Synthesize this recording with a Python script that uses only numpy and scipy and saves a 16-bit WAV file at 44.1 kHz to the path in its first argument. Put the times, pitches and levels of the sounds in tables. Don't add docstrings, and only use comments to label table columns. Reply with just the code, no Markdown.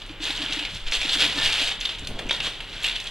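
import sys
import numpy as np
from scipy import signal
from scipy.fft import rfft, irfft
from scipy.io import wavfile
from scipy.ndimage import uniform_filter1d

SR = 44100
rng = np.random.default_rng(int(sys.argv[2]) if len(sys.argv) > 2 else 0)


def generate_wav(signal):
    frames = np.transpose(np.atleast_2d(signal))
    scaled = np.clip(frames, -1, 1) * 32767
    pcm = np.round(scaled).astype(np.int16)
    wavfile.write(sys.argv[1], SR, pcm)


def to_linear_factor(level_db):
    exponent = np.asarray(level_db, float) / 20
    return 10 ** exponent


N = 136710
T = np.arange(N) / SR

# pitch_hz [Hz], density_db [dB per Hz]
WASH_COLOUR = [(35, -41), (60, -4), (156, -2.5), (1230, -10.5), (3340, -6.5), (5320, -29.5), (10200, -49),
               (13500, -35), (15500, -76)]
# centre_s [s], length_s [s], peak_db [dB]
HEAVES = [(.83, 0.034, -27.5), (.872, 0.042, -19), (.905, 0.04, -28), (.985, 0.038, -23.5),
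          (1.1, 0.042, -29.5), (1.445, 0.041, -23.5), (1.49, 0.053, -28), (1.65, 0.045, -28.5),
          (2.015, 0.036, -31), (2.115, 0.059, -28), (2.16, 0.06, -29), (2.26, 0.04, -27.5)]
# time_s [s], crackle_db [dB], treble_tilt_db [dB]
EFFORT = [(0, -58, 16.5), (.195, -54, 2), (0.225, -35, 1), (.64, -30.5, -3), (.71, -40.5, 3.5),
          (.81, -45.5, 3), (.9, -36.5, -4.5), (.935, -23.5, 1.5), (1.1, -28, 0), (1.3, -29, 2),
          (1.35, -31, -0.5), (1.42, -25.5, 1), (1.688, -25, 2), (1.77, -46.5, 0), (2.26, -46, 3),
          (2.42, -38, -1.5), (2.56, -43, 3), (2.8, -37.5, -0.5)]
# centre_s [s], length_s [s], gain_db [dB], body_db [dB]
SQUEEZES = [(0.264, 0.11, 7.5, 2), (0.436, 0.043, 3.5, 5.5), (0.538, 0.066, 4.5, -0.5),
            (0.764, 0.031, 9.5, -7), (0.878, 0.029, 12, -4), (0.959, 0.014, -0.5, 2.5),
            (0.988, 0.038, -7.5, -8), (1.092, .04, -3, 1.5), (1.155, 0.02, 8.5, -1), (1.231, 0.076, 10, 3),
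            (1.398, 0.064, 5, 3.5), (1.461, 0.041, 4, -2.5), (1.62, 0.28, 1, 3.5), (1.627, 0.082, 1, -2.5),
            (1.834, 0.052, 13, -20), (1.909, 0.077, 13, 3), (2.195, 0.014, 15.5, 9),
            (2.311, 0.0056, 14, 4.5), (2.348, 0.034, 11, -1), (2.607, 0.016, -7, 8), (2.463, 0.057, 13, 3),
            (2.872, 0.1, 10.5, 0.5), (2.961, 0.012, 10, -12), (3.055, 0.0077, -0.5, 13.5)]
# pitch_hz [Hz], density_db [dB per Hz]
FILM_COLOUR = [(210, -39), (350, -12), (878, -8.5), (1210, -12.5), (1740, -6), (3550, -1), (5800, -14.5),
               (10400, -26), (13500, -37)]
# start_s [s], peak_db [dB], pitch_hz [Hz], treble_db [dB]
SNAPS = [(0.0181, -26.5, 3400, -23), (0.0928, -30, 2880, -20), (0.2036, -30, 2830, -20),
         (0.2219, -31, 3200, -28), (0.3033, -15, 3700, -20), (0.524, -16.5, 3470, -17.5),
         (0.5927, -18.5, 2570, -16), (0.6507, -16.5, 2630, -23), (0.8671, -24.5, 3140, -23),
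         (0.9211, -13.5, 2680, -14), (1.0142, -17, 2600, -15), (1.0929, -13, 4050, -18),
         (1.1318, -13.5, 3500, -5), (1.715, -17.5, 3120, -45), (1.8099, -17.5, 3270, -14.5),
         (1.8531, -13, 3580, -16), (1.8912, -18, 3100, -41), (1.985, -25.5, 3060, -11),
         (2.047, -29.5, 3800, -13), (2.0717, -19.5, 3370, -9.5), (2.19, -21, 3230, -13.5),
         (2.2938, -15, 2560, -25), (2.3092, -9.5, 3320, -21), (2.4025, -15, 2770, -19),
         (2.6049, -20.5, 2980, -15), (2.8423, -12.5, 2600, -11), (3.0006, -22, 3670, -10),
         (3.0703, -23, 3420, -12)]
# start_s [s], peak_db [dB], pitch_hz [Hz]
PRICKS = [(0.0209, -43.5, 5880), (0.0626, -42, 7650), (0.1087, -44, 5550), (0.2114, -42, 5780),
          (0.2219, -37, 5600), (0.2399, -24, 5930), (0.3511, -40, 7930), (0.372, -31, 5500),
          (0.377, -32, 6300), (0.5332, -23.5, 5940), (0.7472, -30, 5660), (0.9133, -24, 5660),
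          (0.9358, -23, 5700), (0.992, -29, 5500), (1.0146, -26.5, 7020), (1.031, -32, 5500),
          (1.0434, -28, 5600), (1.067, -37, 7860), (1.0919, -38, 5770), (1.1297, -28, 7500),
          (1.2604, -33, 5500), (1.3563, -29, 5520), (1.5244, -27, 6510), (1.8028, -30, 5860),
          (1.9934, -33, 6840), (2.2662, -39, 5990), (2.2897, -29, 6290), (2.3284, -27, 6290),
          (2.4675, -33, 7200), (2.8325, -27, 7540), (2.8654, -26, 7350), (3.0415, -34, 7200)]
# centre_s [s], length_s [s], level_db [dB], pitch_hz [Hz]
GULPS = [(0.107, 0.029, -38, 305), (0.212, 0.029, -36.5, 306), (0.24, 0.027, -44, 305),
         (0.303, 0.022, -35.5, 297), (0.409, 0.038, -36, 302), (0.437, 0.024, -36.5, 282),
         (0.506, 0.024, -36.5, 297), (0.576, 0.025, -34, 297), (0.624, 0.044, -39, 295),
         (1.055, 0.017, -32, 296), (1.164, 0.026, -35.5, 292), (1.25, 0.052, -35, 293),
         (1.373, 0.061, -36.5, 286), (1.622, 0.026, -36.5, 284), (2.259, 0.015, -37, 272)]
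# start_s [s], peak_db [dB], pitch_hz [Hz]
CREASES = [(0.2526, -18, 3450), (0.2644, -18, 3430), (0.352, -17, 3240), (0.377, -16.5, 3050),
           (0.3905, -19, 3070), (0.3985, -15, 3130), (0.418, -13.5, 3220), (0.4606, -10, 3130),
           (0.5305, -12, 3440), (0.8144, -31, 2940), (0.9349, -10, 3650), (0.9524, -22, 3280),
           (1.0308, -15, 2710), (1.058, -12.5, 3230), (1.0926, -18, 3480), (1.1721, -12, 3520),
           (1.2053, -11, 3280), (1.2264, -4, 3140), (1.2304, -16, 2900), (1.2502, -9, 3560),
           (1.3876, -11, 3430), (1.458, -9, 2920), (1.4627, -13.5, 3330), (1.511, -18, 3170),
           (1.5225, -12, 2780), (1.595, -14, 3120), (1.601, -17, 2770), (1.6187, -17, 3600),
           (1.674, -12, 3440), (1.7216, -12, 3180), (1.949, -23, 3380), (2.2702, -26, 2760),
           (2.3288, -18, 3320), (2.3471, -14.5, 3630), (2.3642, -15.5, 3400), (2.4564, -19, 3200),
           (2.4667, -12, 3220), (2.7292, -25, 3330), (2.8465, -12, 2720), (2.8845, -12, 3550),
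           (2.8964, -13, 3600), (2.9626, -15.5, 3400)]
# centre_s [s], length_s [s], level_db [dB], top_hz [Hz]
SHOVES = [(0.747, 0.058, -40.5, 119), (1.252, 0.19, -40, 300), (1.433, 0.23, -43.5, 120),
          (1.384, 0.045, -34.5, 1010), (2.03, 0.036, -41.5, 255), (2.076, 0.14, -39.5, 89),
          (2.109, 0.04, -36, 378), (2.187, 0.15, -40, 596), (2.28, 0.068, -38.5, 407),
          (2.423, 0.12, -42.5, 147), (2.472, 0.022, -33.5, 1030)]
# start_s [s], length_s [s], level_db [dB], pitch_hz [Hz]
RINGS = [
    (1.37, .035, -36, 1780),
    (1.41, .07, -38, 1795),
    (1.375, .03, -43, 880),
]


def level(x, db):
    return x * to_linear_factor(db) / np.sqrt(np.mean(x ** 2))


def colour(x, points):
    point_hz, point_db = np.array(points, float).T
    hz = np.maximum(np.arange(1025) * SR / 2048, 1)
    gain_db = np.maximum(np.interp(np.log(hz), np.log(point_hz), point_db), -90)
    cepstrum = irfft(gain_db * np.log(10) / 20)
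    cepstrum[1:1024] *= 2
    cepstrum[1025:] = 0
    impulse = irfft(np.exp(rfft(cepstrum)))
    return signal.fftconvolve(x, impulse)[:len(x)]


def band(x, hz, width_hz):
    return signal.lfilter(*signal.iirpeak(hz, hz / width_hz, SR), x)


def cut(x, hz, kind, order=2):
    return signal.sosfilt(signal.butter(order, hz, kind, fs=SR, output="sos"), x)


def walk(rate_hz):
    hold = int(SR / rate_hz)
    steps = np.repeat(rng.standard_normal(N // 20)[:N // hold + 1], hold)
    return 1.3 * uniform_filter1d(uniform_filter1d(steps, hold), hold)[:N]


def bump(centre_s, length_s):
    return np.cos(np.pi * np.clip((T - centre_s) / length_s, -0.5, 0.5)) ** 2


def floor_rumble():
    centre_hz = 28
    sway = band(band(rng.standard_normal(N), centre_hz, 6.8), centre_hz, 15)
    sway = cut(sway, 72, "low", order=3)
    return sway / np.sqrt(uniform_filter1d(sway ** 2, size=9000)) * to_linear_factor(-42.5)


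def mains_hum():
    return np.sin(2 * np.pi * 101.7 * T) * to_linear_factor(-52.5 + 2.0 * walk(6.17))


def floor_heaves():
    heaves = 0
    for k, (centre_s, length_s, peak_db) in enumerate(HEAVES):
        heaves = heaves + (-1) ** k * to_linear_factor(peak_db) * bump(centre_s, 0.89 * length_s)
    return cut(heaves, 3.2, "high", order=1)


def shop_wash():
    wash = level(colour(rng.standard_normal(N), WASH_COLOUR), -43.5) * to_linear_factor(1.4 * walk(5.65))
    return wash + 0.57 * band(wash, 2890, 270) + 0.54 * band(wash, 1465, 167)


def pops(rate_hz, scatter_db):
    smear_s = 0.00074
    chance, size = rng.random((2, N))
    clicks = (chance < rate_hz / SR) * to_linear_factor(-2 * scatter_db * np.log(size + 0.01))
    power = signal.lfilter([1], [1, -np.exp(-2 / (smear_s * SR))], clicks)
    return level(np.sqrt(power) * rng.standard_normal(N), 0)


def crackle():
    pops_per_s = 3200
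    time_s, crackle_db, tilt_db = np.array(EFFORT).T
    clusters_db = 1.2 * walk(59.65) + 0.98 * walk(24.34)
    squeeze_db = sum(gain_db * bump(c, 2 * w) for c, w, gain_db, _ in SQUEEZES)
    loudness_db = np.interp(T, time_s, crackle_db) + clusters_db + squeeze_db
    film = 0
    for hz in (1515, 2600, 4430, 7600):
        creases = pops(pops_per_s / 4, scatter_db=1)
        film = film + 0.56 * creases + band(creases, hz, hz * 0.27)
    film = colour(film, FILM_COLOUR)
    film = level(film + 0.82 * band(film, 3280, 540), -1.48) * to_linear_factor(loudness_db)
    treble_db = np.interp(T, time_s, tilt_db) + 1.4 * walk(45.27)
    return film + cut(film, 2650, "high") * (to_linear_factor(treble_db) - 1)


def snaps():
    n, decay_s, crack_s, rise_s = 4096, 0.005, 0.001, 0.0016
    out = np.zeros(N + n)
    train = pops(3600, scatter_db=1.2)
    fade = np.exp(-T[:n] / decay_s)
    for k, (start_s, peak_db, hz, treble_db) in enumerate(SNAPS):
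        run = train[k * n:k * n + n] * fade
        run[:256] += 1.1 * rng.standard_normal(256) * np.exp(-T[:256] / crack_s)
        run *= 1 - np.exp(-T[:n] / rise_s)
        run = colour(0.5 * run + 1.66 * band(run, hz, 660), FILM_COLOUR)
        run = run + cut(run, 4800, "high") * (to_linear_factor(treble_db + 18.5) - 1)
        i = int((start_s - 0.001) * SR)
        out[i:i + n] += run / np.sqrt(np.mean(run[:256] ** 2)) * to_linear_factor(peak_db - 8.5)
    return out[:N]


def ticks(table, decay_s, width_share, trim_db):
    n, rise_s = 512, 0.00043
    out = np.zeros(N + n)
    fade = np.exp(-T[:n] / decay_s)
    rise = 1 - np.exp(-T[:n] / rise_s)
    for start_s, peak_db, hz in table:
        rasp = rng.standard_normal(n) * fade * rise
        rasp = band(band(rasp, hz, hz * width_share), hz, hz * 0.45)
        i = int(start_s * SR)
        out[i:i + n] += rasp / np.max(np.abs(rasp)) * to_linear_factor(peak_db + trim_db)
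    return out[:N]


def edge_pricks():
    return ticks(PRICKS, decay_s=0.0021, width_share=0.45, trim_db=-0.5)


def tin_gulps():
    gulps = 0
    for centre_s, length_s, level_db, hz in GULPS:
        tone = np.sin(2 * np.pi * hz * (T - centre_s))
        gulps = gulps + to_linear_factor(level_db + 3.5) * bump(centre_s, length_s) ** 0.77 * tone
    return gulps


def sharp_creases():
    return ticks(CREASES, decay_s=0.0015, width_share=0.16, trim_db=-5.0)


def squeeze_body(film):
    body_db = sum(body * bump(c, 2 * w) for c, w, _, body in SQUEEZES)
    return film + cut(film, 2030, "low") * (to_linear_factor(body_db) - 1)


def shoves():
    out = 0
    for centre_s, length_s, level_db, top_hz in SHOVES:
        push = cut(cut(rng.standard_normal(N), top_hz, "low"), 28, "high")
        out = out + bump(centre_s, 1.83 * length_s) * level(push, level_db)
    return out


def tin_rings():
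    flutter = band(rng.standard_normal(N), 43, 73) * 11 + 1.9
    rings = 0
    for start_s, length_s, level_db, hz in RINGS:
        tone = np.sin(2 * np.pi * hz * (T - start_s))
        rings = rings + to_linear_factor(level_db) * bump(start_s + length_s / 2, length_s) ** 0.13 * tone
    return rings * flutter


def room(x):
    t60_s = 0.4
    t = T[:SR // 2]

    def fall(time_s):
        return np.exp(-np.log(1000) * t / time_s) * np.minimum(t / 0.01, 1)

    out = 0
    for k in range(4):
        noise = rng.standard_normal(len(t))
        tail = cut(noise, 3900, "low") * fall(t60_s) + 1.34 * cut(noise, 6640, "high") * fall(t60_s * 0.63)
        share = np.maximum(np.cos(2 * np.pi * (3 * T - k / 4)), 0)
        out = out + signal.fftconvolve(x * share, tail / np.sqrt(np.sum(tail ** 2)))[:N]
    return out * to_linear_factor(-4)


def scene():
    port_lag, diffuse_db = 0.88, 4.5
    near = squeeze_body(crackle() + snaps()) + sharp_creases() + edge_pricks()
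    lows = floor_rumble() + floor_heaves() + mains_hum()
    wash, wash_around = shop_wash(), shop_wash()
    mid = near + room(near) + tin_gulps() + tin_rings() + shoves() + lows + wash
    around = cut(room(near) * 2.4 + wash_around, 8800, "high", order=1)
    across = port_lag * mid + to_linear_factor(diffuse_db) * around
    side = -np.gradient(across) / 2
    side_lows = cut(cut(side, 420, "low", order=1)[::-1], 420, "low", order=1)[::-1]
    side = side - side_lows
    return np.array([mid + side, mid - side])


def low_pass(x):
    return signal.sosfilt(signal.butter(12, 15740, fs=SR, output="sos"), x)


def record(dry):
    dry = signal.sosfilt(signal.ellip(10, 0.2, 70, 15550, fs=SR, output="sos"), dry)
    dry = np.array([cut(port, 14500, "low", order=8) for port in dry])
    return low_pass(dry)


dry = scene()
out = record(dry)
generate_wav(out)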